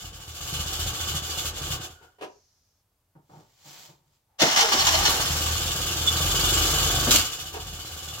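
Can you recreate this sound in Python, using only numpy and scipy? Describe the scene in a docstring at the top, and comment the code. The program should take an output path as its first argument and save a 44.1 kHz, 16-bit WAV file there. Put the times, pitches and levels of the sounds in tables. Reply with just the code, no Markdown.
"""Restarting a small car engine

An old twin-cylinder engine in a garage, bonnet open, stumbles at idle and stalls with a knock. Someone leans in
at the window, the starter grinds, the engine catches, is revved, spits through the carburettor and idles weakly.
Firing pulses excite exhaust resonances; filtered noise, pulsing once a turn, makes block, valve gear and intake air.
Rough contacts are dense random impacts, and struck or hollow parts are noise through narrow resonances."""
import sys
import numpy as np
from scipy import signal
from scipy.fft import rfft, irfft
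from scipy.io import wavfile
from scipy.ndimage import uniform_filter1d

SR = 44100
rng = np.random.default_rng(int(sys.argv[2]) if len(sys.argv) > 2 else 0)


def unload_audio(sound):
    """Save the sound as a 16-bit wav file, at the path given as the first command line argument."""
    columns = np.transpose(np.atleast_2d(sound))
    # keep every value between -1 and 1, then stretch to whole-number steps
    steps = np.round(np.clip(columns, -1, 1) * 32767)
    wavfile.write(sys.argv[1], SR, steps.astype(np.int16))


N = 361619
TIME = np.arange(N) / SR  # s

# All table levels are relative: later gains and filters act on them too.
# spectrum of valve gear and intake air: (frequency [Hz], level [dB])
CLATTER_SPECTRUM = [(300, -22), (900, -11), (1200, -2.5), (1550, -2.5), (1850, -10.5), (2400, -2),
                    (2850, 2.5), (3400, -1), (4000, 0), (6000, -1), (7400, 2.5), (8200, -8), (12500, -6),
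                    (16000, -7.5)]


def undb(db):
    """Decibels to amplitude: 20 dB is a factor of ten."""
    return 10 ** (np.asarray(db) / 20)


def unit(x):
    """Normalise the effective value: scale to rms 1."""
    return x / np.sqrt(np.mean(x ** 2))


def noise():
    """Diffuse field: white noise whose left and right agree in the bass, less so in the treble."""
    blend_hz = 1110  # below this the sides are alike
    mid, side = rng.standard_normal((2, N))
    side = undb(-2.5) * signal.lfilter(*signal.butter(1, blend_hz, "high", fs=SR), side)
    return np.array([mid + side, mid - side]) / np.sqrt(1.7)


def walk(size):
    """Low-passed chance: a smooth wander of rms 1; size is its time scale in samples."""
    smooth = uniform_filter1d(rng.standard_normal(N), size)
    return unit(uniform_filter1d(smooth, size))


def grit(rate, spread_db):
    """Dry friction as a shot process: dense tiny impacts of uneven size, rate per second, rms 1."""
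    impacts = rng.random(N) < rate / SR
    return unit(impacts * noise() * undb(spread_db * noise()))


def steady(x, size=6000):
    """Slow gain control: even out slow level changes (window in samples), keep the faster beats."""
    power = np.mean(np.atleast_2d(x) ** 2, axis=0)
    slow_power = uniform_filter1d(uniform_filter1d(power, size), size)
    return x / np.sqrt(slow_power + 1e-4 * power.mean())


def colour(x, points):
    """Minimum-phase filtering: a causal filter with the (Hz, dB) outline and unit power gain."""
    hz, db = np.transpose(points)
    size = 4096
    bins_hz = np.arange(size // 2 + 1) * SR / size
    gain = undb(np.interp(np.log(bins_hz + 1), np.log(hz), db))
    # folding the cepstrum onto positive times makes the response causal
    cepstrum = irfft(np.log(gain))[:size // 2]
    cepstrum[1:] *= 2
    response = irfft(np.exp(rfft(cepstrum, size)))
    return signal.fftconvolve(x, response[None] / np.linalg.norm(response), axes=1)[:, :N]


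def ring(x, modes):
    """Modal superposition: parallel resonances (frequency [Hz], width [Hz], level [dB])."""
    return sum(undb(db) * signal.lfilter(*signal.iirpeak(hz, hz / width, SR), x) for hz, width, db in modes)


def fader(s, db):
    """Piecewise exponential gain: follows a dB curve, fading quickly outside it."""
    outside = np.maximum(s[0] - TIME, 0) + np.maximum(TIME - s[-1], 0)
    return undb(np.interp(TIME, s, db) - np.minimum(600 * outside, 150))


def swell(s, db, rise_db_per_s, fall_db_per_s, length=0):
    """Exponential growth and decay: gain builds up to db at s, holds for length and dies away."""
    early, late = np.maximum(s - TIME, 0), np.maximum(TIME - s - length, 0)
    return undb(db - np.minimum(rise_db_per_s * early + fall_db_per_s * late, 150))


def bursts(table, rise_s, fall_s):
    """Transient envelopes: events rise exponentially, hold for their length and decay exponentially."""
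    out = np.zeros(N)
    for s, db, length in table:
        start = int(s * SR)
        age = TIME[:min(SR // 2, N - start)]
        rise = 1 - np.exp(-age / rise_s)
        fall = np.exp(-np.maximum(age - length, 0) / fall_s)
        out[start:start + len(age)] += undb(db) * rise * fall
    return out


def firings(speed, anchor_s, jitter_s, scatter_db):
    """Pulse train from integrated speed: one a crank turn, jittered. Returns (pulses, time since the last [s])."""
    s, hz = np.transpose(speed)
    turns = np.cumsum(np.interp(TIME, s, hz)) / SR
    turns -= np.interp(anchor_s, TIME, turns)  # before jitter, one pulse falls at anchor_s
    times = np.interp(np.arange(np.ceil(turns[0]), turns[-1]), turns, TIME)
    chance = rng.standard_normal((len(times), 2))
    at = np.sort(np.clip((times + jitter_s * chance[:, 0]) * SR, 0, N - 1).astype(int))
    pulses = np.zeros(N)
    pulses[at] = undb(max(scatter_db, 0) * chance[:, 1])
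    last = np.maximum(np.searchsorted(at, np.arange(N), side="right") - 1, 0)
    return pulses, np.abs(TIME - at[last] / SR)


def hunting():
    """Speed instability: each surge swells the boom, then the clatter sags twice. Returns (boom gain, clatter gain)."""
    # a few strong firings: (time [s], boom level [dB], depth of the sag after it [dB], negative for a lift)
    surges = [(.06, -47, 4.5), (.31, -64, -1), (.6, -32.5, 2), (.872, -31.5, 3.5), (1.159, -32, 6),
              (1.472, -51, 11.5), (1.736, -38, 10), (5.04, -30, -3.5), (5.331, -42, -1), (5.53, -31, 0),
              (7.22, -45, 2.5), (7.44, -47.5, 1), (7.72, -38, 0)]
    build_db_per_s, drop_db_per_s = 74.5, 167
    # the crank drags just after a surge, and less deeply one turn later
    lag_s, fall_s, rise_s = 0.064, 0.045, 0.05
    again_s, again_share = 0.091, .38

    def sag(s):
        return np.interp(TIME - s - lag_s, [-fall_s, 0, rise_s], [0, 1, 0])

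    boom = sum(swell(s, db, build_db_per_s, drop_db_per_s) for s, db, _ in surges)
    sag_db = sum(depth * (sag(s) + again_share * sag(s + again_s)) for s, _, depth in surges)
    return boom, undb(-sag_db)


def engine(pulses, age, effort, swells, sags):
    """Forced resonance: firings boom in the pipe and knock the block; valve gear and air surge. Returns (boom, bay)."""
    # exhaust resonances: (frequency [Hz], width [Hz], level [dB])
    pipe = [(46.1, 3, 5), (79.2, 5.7, 8.5), (115.2, 4.6, 1), (144.3, 4.3, -1.5)]
    # spectrum of the block knock: (frequency [Hz], level [dB])
    block = [(120, -41.5), (200, -10), (240, -0.5), (330, 0.5), (480, 3), (620, -4), (800, -2), (1000, -7),
             (1250, -2.5), (1700, -9), (3000, -42.5)]
    # ringing covers and panels: (frequency [Hz], width [Hz], level [dB])
    covers = [(325, 68, -13), (714, 59, -2), (1150, 128, -1), (1536, 96, -4), (2990, 170, -8),
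              (3464, 84, 0), (6750, 375, -10.5)]
    s, boom_db, knock_db, air_db = np.transpose(effort)

    gas_rush = np.exp(-age / 0.028) * rng.standard_normal(N)
    gas = unit(pulses) + undb(-1.5) * unit(gas_rush)
    boom_band = signal.butter(3, [36, 185], "band", fs=SR, output="sos")
    boom = steady(signal.sosfilt(boom_band, ring(gas, pipe)))

    knock = steady(colour((np.exp(-age / 0.0035) + 0.51) * noise(), block))
    surge = age / 0.012 * np.exp(1 - age / 0.017)
    ticks = grit(rate=5000, spread_db=0.7) + undb(-0.5) * noise()
    clatter = steady(colour((surge + 0.78) * ticks, CLATTER_SPECTRUM))
    # above 7 kHz the hiss sags deeper still
    top = signal.sosfiltfilt(signal.butter(1, 7000, "high", fs=SR, output="sos"), clatter)
    clatter = clatter - top * (1 - sags)
    bay = undb(-1.5) * knock * fader(s, knock_db) * sags ** 0.41 + clatter * fader(s, air_db) * sags

    # loose covers each rattle harder or softer from turn to turn
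    rattle = sum(ring(bay, [mode]) * undb(6.4 * np.tanh(0.7 * walk(size=700))) for mode in covers)
    running = fader(s, np.zeros(len(s)))
    return boom * np.hypot(fader(s, boom_db), running * swells), undb(0.5) * (bay + rattle)


def fins(x, width_hz, db, flicker_db, count=18):
    """Sympathetic resonance: thin cooling fins of graded length ring, now one and now another."""
    pitches = np.geomspace(2750, 7400, count) * (1 + 0.0082 * rng.standard_normal(count))
    return sum(ring(x, [(hz, width_hz, db)]) * undb(flicker_db * walk(size=1300)) for hz in pitches)


def starter():
    """Tooth-mesh modulation: pinion teeth scrape the flywheel ring in a whine that sags under load, with clashes."""
    # speed, dragged down by the first compressions: (time [s], mean tooth rate [Hz])
    tooth_speed = [(4.38, 500), (4.43, 646), (4.5, 700), (4.571, 556.6), (4.635, 446.1), (4.75, 378.4),
                   (4.82, 784), (5.1, 861), (5.299, 731.5), (5.55, 504)]
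    # spectrum of the scrape: (frequency [Hz], level [dB])
    gears = [(80, -10.5), (230, -9.5), (500, -7.5), (820, 4), (1000, 1.5), (1250, 1.5), (2000, 1),
             (2400, -2), (2900, 3), (4500, -4.5), (5600, 1.5), (7200, -2.5), (8400, -14.5), (15500, -16.5)]
    # the flywheel rings under the pinion: (frequency [Hz], width [Hz], level [dB])
    flywheel = [(656, 25, 2.5), (798, 31, 0.5), (990, 58, -3), (1147, 53, -0.5), (4280, 180, 2.5),
                (5150, 110, -5)]
    # the pinion clashes under each compression: (start [s], level [dB], hold [s])
    clashes = [(4.415, -17.5, 0.014), (4.56, -22, 0.065), (4.72, -26.5, 0.021), (4.867, -21.5, 0.025),
               (4.94, -25, 0.016), (5.05, -24.5, 0.029)]
    # the pinion bites hard and howls: (time [s], level [dB])
    bites = [(4.432, -19.5), (4.637, -26.5)]
    on_s, off_s, attack_s = 4.381, 5.05, 0.025
    # the load eases as the engine takes over
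    scrape_db, ease_db_per_s, run_down_db_per_s = -23.5, 6.5, 20
    whine_db = -17  # the whine's share of the load

    s, hz = np.transpose(tooth_speed)
    tooth_hz = np.interp(TIME, s, hz) * (1 + 0.0524 * walk(size=200))
    phase = 2 * np.pi * np.cumsum(tooth_hz) / SR
    scrape = colour(grit(rate=11000, spread_db=3.5) * (1 + .5 * np.cos(phase)), gears)
    ringing = sum(ring(scrape, [mode]) * undb(5.7 * walk(size=1100)) for mode in flywheel)
    scrape = unit(scrape + ringing)
    harmonics = np.sin(phase) + 0.32 * np.sin(2 * phase) + 0.74 * np.sin(3 * phase)
    whine = harmonics * undb(3.1 * walk(size=400))

    age, released = np.maximum(TIME - on_s, 0), np.maximum(TIME - off_s, 0)
    engaged = np.minimum(age / attack_s, 1) ** 2
    load = engaged * undb(scrape_db - ease_db_per_s * age - run_down_db_per_s * released)
    howl = sum(swell(at, db, rise_db_per_s=600, fall_db_per_s=450) for at, db in bites)
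    rough = scrape * (load + bursts(clashes, rise_s=0.0017, fall_s=0.0038))
    return rough + whine * (undb(whine_db) * load + engaged * howl)


def spits():
    """Cavity resonance: mixture lights in the intake with a hollow cough, and crackles out of the carburettor."""
    # coughs in the intake: (start [s], level [dB], hold [s])
    coughs = [(4.416, -18.5, 0.02), (4.73, -30.5, 0.028), (7.066, -23, 0.026), (7.138, -21.5, 0.01)]
    # intake resonances: (frequency [Hz], width [Hz], level [dB])
    intake = [(240, 59, 5), (262, 51, -9), (345, 120, 3), (489, 25, -4)]
    # spits back through the carburettor: (start [s], level [dB], hold [s])
    crackles = [(7.107, -14.5, 0.019), (7.139, -21.5, 0.022), (7.158, -21, 0.0066)]
    cough = steady(ring(noise(), intake), size=500) * bursts(coughs, rise_s=0.0089, fall_s=0.0086)
    crackle = colour(grit(rate=11000, spread_db=3.5), CLATTER_SPECTRUM)
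    return undb(1.0) * cough + crackle * bursts(crackles, rise_s=0.00079, fall_s=0.01)


def bumps():
    """Impact excitation of modes: rattling contacts ring the engine-bay metal or thud in the door."""
    # metal knocks in the engine bay: (start [s], level [dB], hold [s])
    knocks = [(2.01, -55, 0.039), (2.184, -53.5, 0.025), (2.21, -37, 0.0044), (2.22, -36.5, 0.026),
              (7.54, -34.5, 0.032)]
    # modes of the knocked metal: (frequency [Hz], width [Hz], level [dB])
    knock_modes = [(325, 56, -13), (420, 22, 3), (507, 55, -9), (725, 99, -2.5), (950, 54, -3.5),
                   (1310, 62, -12), (1650, 130, -16), (2700, 420, -6)]
    # dull thumps against the door as someone leans in: (start [s], level [dB], hold [s])
    thumps = [(3.151, -53, 0.013), (3.293, -52.5, 0.032), (3.333, -53, 0.076), (3.655, -51.5, 0.015),
              (3.885, -52.5, 0.011), (4.0, -75, 0.11)]
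    # spectrum of a thump: (frequency [Hz], level [dB])
    thump_spectrum = [(60, -19), (120, 3.5), (160, 0.5), (230, -3), (330, 1), (520, -2), (850, -8.5),
                      (1100, -8), (1400, -12), (2000, -25), (8000, -51)]
    # door modes: (frequency [Hz], width [Hz], level [dB])
    door = [(146, 36, 8.5), (800, 69, 6.5), (914, 16, 9)]
    metal = sum(undb(db) * steady(ring(noise(), [(hz, width, 0)]), size=900) for hz, width, db in knock_modes)
    metal = metal * bursts(knocks, rise_s=0.0012, fall_s=0.015)
    thuds = colour(noise() * bursts(thumps, rise_s=.0008, fall_s=0.031), thump_spectrum)
    return undb(-5.5) * metal + undb(-3.5) * (thuds + ring(thuds, door))


def sleeve():
    """Stick-slip friction: cloth fibres catch and slip over the door, stroke by stroke."""
    # strokes: (time of full level [s], level [dB], hold [s])
    stroke_table = [(3.326, -65, .09), (3.5, -70, 0.11), (3.676, -49.5, .18), (4.065, -81, .01),
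                    (4.14, -73, .02)]
    # spectrum of the cloth: (frequency [Hz], level [dB])
    cloth = [(100, -16), (160, 0), (240, -8), (700, -2), (1100, -2.5), (1700, -7.5), (2800, -3.5),
             (4200, -2), (6000, -3.5), (7500, -2), (8400, -16), (16000, -11)]
    strokes = sum(swell(s, db, 230, 200, length) for s, db, length in stroke_table)  # rise, fall in dB/s
    return colour(grit(rate=6000, spread_db=1.5), cloth) * strokes


def leak():
    """Jet turbulence: a thin hiss seeps from the stalled engine through a narrow gap as its pressure falls."""
    # spectrum of the hiss: (frequency [Hz], level [dB])
    leak_spectrum = [(3000, -19.5), (4500, -10), (5500, -4), (6600, -6), (7600, -22), (12000, -43)]
    start_s, end_s = 2.23, 2.81
    start_db, fade_db_per_s = -65, 23
    end_db = start_db - fade_db_per_s * (end_s - start_s)
    return colour(noise(), leak_spectrum) * fader([start_s, end_s], [start_db, end_db])


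def faint_tones():
    """Narrow-band noise wavers like a rough tone: faint rings fade in and out in the lulls."""
    # as the engine runs down, and before the starter:
    # (start [s], level [dB], hold [s], frequency [Hz], width [Hz])
    tones = [(1.9, -61, 0.17, 1443, 35), (4.27, -74, .12, 830, 110)]
    out = 0
    for s, db, length, hz, width in tones:
        tone = steady(ring(noise(), [(hz, width, 0)]), size=900)
        out = out + tone * bursts([(s, db, length)], rise_s=0.024, fall_s=0.043)
    return out


def from_left(x, lag_s):
    """Interaural delay: the right side hears the source later."""
    return np.array([x[0], np.roll(x[1], int(round(lag_s * SR)))])


def garage(x, t60_s, treble_t60_s, wet_db):
    """Reverberation: close hard walls give a short dense echo in which the treble dies first."""
    age = TIME[:SR // 2]
    echoes = noise()[:, :len(age)]
    bass = signal.lfilter(*signal.butter(1, 1200, fs=SR), echoes)
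    response = bass * undb(-60 * age / t60_s) + (echoes - bass) * undb(-60 * age / treble_t60_s)
    response /= np.linalg.norm(response[0])
    return x + undb(wet_db) * signal.fftconvolve(x, response, axes=1)[:, :N]


def hush():
    """Stationary background noise: a faint, bass-heavy hush."""
    # spectrum: (frequency [Hz], level [dB])
    quiet = [(15, -50), (25, -2.5), (102, 6), (149, -5), (242, -11.5), (463, -12.5), (911, -13),
             (1890, -21.5), (9570, -23.5), (13200, -20.5), (16000, -25)]
    return undb(-71.5) * colour(noise(), quiet)


def scene():
    """Linear superposition: both runs, the starter and the small noises in the garage, over the hush."""
    # engine speed before the stall and after the restart: (time [s], mean firing rate [Hz])
    first_speed = [(0, 12.5), (.2, 13), (.45, 16.8), (.65, 15), (1.1, 13.8), (1.45, 12.7), (1.8, 10.3),
                   (2.18, 5)]
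    second_speed = [(4.4, 8.6), (4.7, 14.9), (5.08, 17.6), (5.55, 20.5), (5.95, 19.4), (6.7, 24.1),
                    (7.08, 23.7), (7.16, 14.3), (7.55, 14.3), (8.2, 19.7)]
    # how hard the engine works:
    # (time [s], exhaust boom [dB], block knock [dB], clatter and intake air [dB])
    first_run = [(0, -47, -53.5, -45.5), (.31, -47, -55, -47), (.52, -54, -45.5, -36), (.8, -53, -43, -34),
                 (1.3, -42, -44, -34), (1.76, -38, -43, -35), (1.859, -50, -46, -38), (1.94, -55, -65, -59),
                 (2.17, -79, -78, -77)]
    second_run = [(4.72, -47, -39, -34), (4.85, -36.5, -43, -29.5), (5.1, -42, -33, -31),
                  (5.3, -33.5, -40, -31.5), (5.98, -35.5, -40, -32.5), (6.22, -29.5, -36.5, -29),
                  (6.6, -29.5, -33, -26), (7.08, -30, -34.5, -29), (7.2, -34.5, -40.5, -27),
                  (7.33, -60, -49.5, -37), (7.55, -46.5, -51, -43.5), (8.2, -44.5, -49.5, -41.5)]
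    engine_lag_s, side_lag_s = .00008, 0.0002  # longer for what lies further left

    swells, sags = hunting()
    first = firings(first_speed, anchor_s=1.0, jitter_s=.0012, scatter_db=0.0)
    second = firings(second_speed, anchor_s=7.315, jitter_s=.0007, scatter_db=1.5)
    boom1, bay1 = engine(*first, first_run, swells, sags)
    boom2, bay2 = engine(*second, second_run, swells, sags)
    metal = from_left(bay1 + bay2 + spits(), engine_lag_s) + from_left(starter(), side_lag_s)
    near = metal + fins(metal, width_hz=67, db=-9.5, flicker_db=7)
    near = near + from_left(bumps(), side_lag_s) + sleeve() + leak() + faint_tones()
    room = garage(near, t60_s=0.3, treble_t60_s=0.13, wet_db=-4.5)
    boom = from_left([boom1 + boom2] * 2, side_lag_s)
    return room + boom + hush()


def record(dry):
    """Saturation and band limiting: the highest peaks are rounded and the top is cut."""
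    top_hz = 15800
    rounded = np.tanh(1.23 * dry) / 1.15
    return signal.sosfilt(signal.ellip(10, .2, 80, top_hz, fs=SR, output="sos"), rounded)


dry = scene()
out = record(dry)
unload_audio(out)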